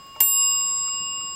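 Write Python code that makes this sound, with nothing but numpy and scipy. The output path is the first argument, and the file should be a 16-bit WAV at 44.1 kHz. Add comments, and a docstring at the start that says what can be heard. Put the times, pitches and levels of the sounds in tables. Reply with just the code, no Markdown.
"""A wooden bracket clock strikes once, close by in a quiet room.
At first its steel rod still hums from the stroke before, and the works tick and click faintly.
A lever clacks and lets the hammer fall: it cracks against the rod and the wooden case knocks.
A limiter ducks the first moments of the ring, then the rod's tones waver slowly as they die.
Under them the striking gears knock softly as they turn, and a few dull bumps sound far off."""
import sys
import numpy as np
from scipy import signal
from scipy.fft import rfft, irfft
from scipy.io import wavfile

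SR = 44100
rng = np.random.default_rng(int(sys.argv[2]) if len(sys.argv) > 2 else 0)


def materialize(psi):
    """Save the field psi as 16-bit PCM at rate SR to the path in sys.argv[1].

    A 1-D psi becomes a single channel; in a 2-D psi each row is a channel.
    """
    bounded = np.clip(np.atleast_2d(psi).T, -1, 1)
    quanta = np.round(bounded * 32767).astype(np.int16)
    wavfile.write(sys.argv[1], SR, quanta)


N = 59535
STRIKE_S = .2042


def amp(db):
    """Turns decibels into a gain."""
    return 10 ** (np.asarray(db) / 20)


def since(s):
    """Seconds since time s, zero before it."""
    return np.maximum(np.arange(N) / SR - s, 0)


def dying(t, rise_s, t60_s):
    """A quick rise, then a fade; t60 is the time it takes to fall by 60 dB."""
    return (1 - np.exp(-t / rise_s)) * np.exp(-np.log(1000) * t / t60_s)


def noise(gain):
    """Noise of level 1, shaped by a function of frequency."""
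    x = irfft(rfft(rng.standard_normal(N)) * gain(np.fft.rfftfreq(N, 1 / SR)), N)
    return x / x.std()


def coloured(points):
    """Noise whose colour follows points of f/Hz, relative level/dB."""
    hz, db = np.transpose(points)
    return noise(lambda f: amp(np.interp(np.log(f + 1), np.log(hz), db)))


def tone(hz, t):
    """A pure tone of level 1, starting anywhere in its cycle."""
    return np.sqrt(2) * np.cos(2 * np.pi * (hz * t + rng.random()))


def taps(rows, hz, width_hz, t60_s, rise_s):
    """Small contacts, each a burst of noise around one pitch."""
    ring = noise(lambda f: 1 / (1 + ((f - hz) / width_hz) ** 2) ** 2)
    return ring * sum(amp(db) * dying(since(s), rise_s, t60_s) for s, db in rows)


def struck(s, modes):
    """A small part, tapped at time s, rings with its own tones (its modes)."""
    t = since(s)
    return sum(amp(db) * dying(t, rise_s=.0011, t60_s=t60) * tone(hz, t) for hz, db, t60 in modes)


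def room_tone():
    """The steady, low hush of the room."""
    # colour of the hush: f/Hz, relative level/dB
    hush = [(20, -4), (45, -6), (66, 3.5), (85, -6), (140, -3), (200, -3.5), (300, -7), (450, -9),
            (800, -11.5), (1600, -14.5), (4000, -18), (8000, -27.5), (12000, -29), (15500, -22.5)]
    return amp(-52.5) * coloured(hush)


def old_ring():
    """The rod hums from the stroke before until the hammer stops it."""
    # lingering tones: f/Hz, starting level/dB, change/(dB per s)
    tones = [(1099, -47, 7), (2830, -55, 48.5), (5015.1, -54, -3), (7600, -57.5, -10)]
    t = since(0)
    stopped = np.exp(-since(STRIKE_S) / .011)
    return stopped * sum(amp(db + slope * t) * tone(hz, t) for hz, db, slope in tones)


def ticks():
    """The running works give thin, very high ticks."""
    # ticks: t/s, level/dB
    hits = [(.0653, -47), (.1486, -54), (.682, -52), (.8609, -48), (1.1174, -50), (1.1957, -51)]
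    return taps(hits, hz=15000, width_hz=900, t60_s=.025, rise_s=.0006)


def gear_clicks():
    """The gears click lightly and ring for a moment."""
    # clicks: t/s, level/dB
    hits = [(.152, -49), (.4226, -50.5), (.6066, -51), (.682, -55), (.8805, -45.5), (.9414, -52),
            (1.0122, -61), (1.1195, -59), (1.2, -54)]
    # tones of the gears: f/Hz, relative level/dB, t60/s
    modes = [(2230, -2.5, 0.072), (2360, -3, 0.059)]
    return sum(amp(db) * struck(s, modes) for s, db in hits)


def lever():
    """The lever lets the hammer go with a hollow clack."""
    # colour of its scuff: f/Hz, relative level/dB
    colour = [(100, -26), (400, 1.5), (600, -5), (850, 3.5), (1400, -6), (2000, -14), (5000, -15),
              (7000, -17), (12000, -39)]
    # tones of the lever: f/Hz, level/dB, t60/s
    modes = [(455, -51, .15), (608.5, -50.5, 0.39), (870, -47, 0.1), (930, -45.5, 0.13),
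             (1340, -43.5, .042)]
    release_s = .1605
    scuff = amp(-43) * dying(since(release_s), rise_s=.0011, t60_s=.065) * coloured(colour)
    return struck(release_s, modes) + scuff


def blow():
    """The hammer lands with a crack, the case knocks, and the room echoes."""
    # short tones of the wooden case: f/Hz, level/dB, t60/s
    case = [(141, -38.5, 0.092), (360, -36, 0.097), (468, -36, 0.094), (929, -29, 0.062),
            (1020, -30, 0.088), (1410, -49, 0.025), (1658, -43.5, 0.13), (1880, -41, 0.091),
            (2268, -36.5, 0.17), (3400, -53, 0.013), (5360, -35.5, 0.08), (7130, -41, 0.032)]
    # pings of the block that holds the rod: f/Hz, level/dB, t60/s
    mount = [(2826, -25, .16), (5023, -29, .16)]
    # colour of the hammer's contact: f/Hz, relative level/dB
    crack_colour = [(100, -25), (400, -19.5), (1000, -8), (1700, -11), (2800, -1.5), (4000, -4),
                    (6200, -4.5), (7600, 4), (8800, -22), (10300, 3.5), (11800, -12), (13800, 7),
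                    (16000, -12)]
    # colour of the echo: f/Hz, relative level/dB
    echo_colour = [(100, -3.5), (400, -8), (1000, -3), (2500, -11), (6000, -2), (9000, -17), (14000, -11.5),
                   (16000, -18)]
    t, rise_cycles = since(STRIKE_S), 1.2
    knock = sum(amp(db) * dying(t, rise_cycles / hz, t60) * tone(hz, t) for hz, db, t60 in case + mount)
    crack = amp(-14) * dying(t, rise_s=.0001, t60_s=.021) * coloured(crack_colour)
    early_echo = amp(-27.5) * dying(t, rise_s=.007, t60_s=.15)
    late_echo = amp(-45.5) * dying(t, rise_s=.007, t60_s=.71)
    return knock + crack + (early_echo + late_echo) * coloured(echo_colour)


def rod():
    """The rod swings in two directions at slightly different rates, so every tone wavers (beats)."""
    # the rod's tones, each with a close twin: f/Hz, level/dB, t60/s, twin's offset/Hz,
    # twin's relative strength, time from the blow to a dip in the beat/s, build-up/s
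    modes = [(1095.4, -37.2, 17.77, 9.1, 0.1, 0.25, 0.012), (2191, -63.9, 12.07, 1.73, 0.2, 0.918, 0.0012),
             (2828.7, -33.3, 11.08, -1.5, 0.63, 0.562, 0.01),
             (3696.4, -45.2, 3.64, 2.31, 0.06, 0.831, 0.0012), (5015.3, -31.2, 5.4, 2.28, 0.17, 0.5, 0.06),
             (6120.2, -45.0, 0.63, 3.0, 0.64, 0.197, 0.0012),
             (6661.9, -52.0, 1.42, 2.61, 0.8, 0.35, 0.0012),
             (7596.4, -16.1, 3.63, 2.39, 0.08, 0.399, 0.0012),
             (10020.5, -31.2, 0.62, -3.0, 0.72, 0.217, 0.0012),
             (10562, -29.3, 1.5, -2.26, 0.6, 0.348, 0.0012),
             (11496.4, -50.7, 3.59, 2.49, 0.07, 0.392, 0.0012),
             (12611.8, -54.8, 2.39, 2.18, 0.26, 0.434, 0.0012),
             (13772, -30.2, 0.4, 2.0, 0.33, 0.147, 0.0012),
             (13920.5, -14.8, 0.63, -2.5, 0.74, 0.213, 0.0012), (15397, -63, 4.5, 2, 0.05, 0.4, 0.0012)]
    t, ring = since(STRIKE_S), np.zeros(N)
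    for hz, db, t60, offset_hz, share, dip_s, build_s in modes:
        beat = 1 - share * np.exp(2j * np.pi * offset_hz * (t - dip_s))
        swing = beat * np.exp(2j * np.pi * (hz * t + rng.random()))
        swell = (1 - np.exp(-t / build_s)) ** 1.6  # the power softens the start
        fade = np.exp(-np.log(1000) * t / t60)
        ring += np.sqrt(2) * amp(db) * swell * fade * swing.real
    return ring


def train_knocks():
    """The strike train, the gears that drive the hammer, knocks softly as it turns."""
    # knocks: t/s, level/dB
    hits = [(0.547, -43), (.677, -54), (0.878, -38.5), (.895, -55), (1.209, -44)]
    # tones of the train: f/Hz, relative level/dB, t60/s
    modes = [(1210, -4.5, 0.05), (1294, -4, 0.066)]
    return sum(amp(db) * struck(s, modes) for s, db in hits)


def bumps():
    """A few dull, distant bumps."""
    # bumps: t/s, level/dB
    hits = [(.997, -48.5), (1.026, -53), (1.168, -50), (1.225, -56.5)]
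    return taps(hits, hz=185, width_hz=116, t60_s=.36, rise_s=.0049)


def scene():
    """The clock in its room, in mono."""
    clock = rod() + old_ring() + blow() + lever() + train_knocks() + gear_clicks() + ticks()
    return (clock + room_tone() + bumps())[None]


def record(dry):
    """A limiter turns the loud blow down and recovers steadily; then the highest treble is cut."""
    limit_db, recover_db_per_s, fast_share = -17.5, 39, .34
    power = signal.lfilter(np.ones(128) / 128, [1], dry[0] ** 2)  # averaged over about 3 ms
    cut_db = .87 * np.maximum(10 * np.log10(power + 1e-12) - limit_db, 0)
    recovery = recover_db_per_s * since(0)
    held_db = np.maximum.accumulate(cut_db + recovery) - recovery  # each cut eases off at that rate
    duck_db = fast_share * lag(held_db, seconds=.00067) + (1 - fast_share) * lag(held_db, seconds=.021)
    low_pass = signal.firwin(255, 16000, window=("kaiser", 8), fs=SR)
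    return signal.oaconvolve(dry * amp(-duck_db), low_pass[None], "same")


def lag(x, seconds):
    """Follows x smoothly, a little late."""
    keep = np.exp(-1 / (seconds * SR))
    return signal.lfilter([1 - keep], [1, -keep], x)


dry = scene()
out = record(dry)
materialize(out)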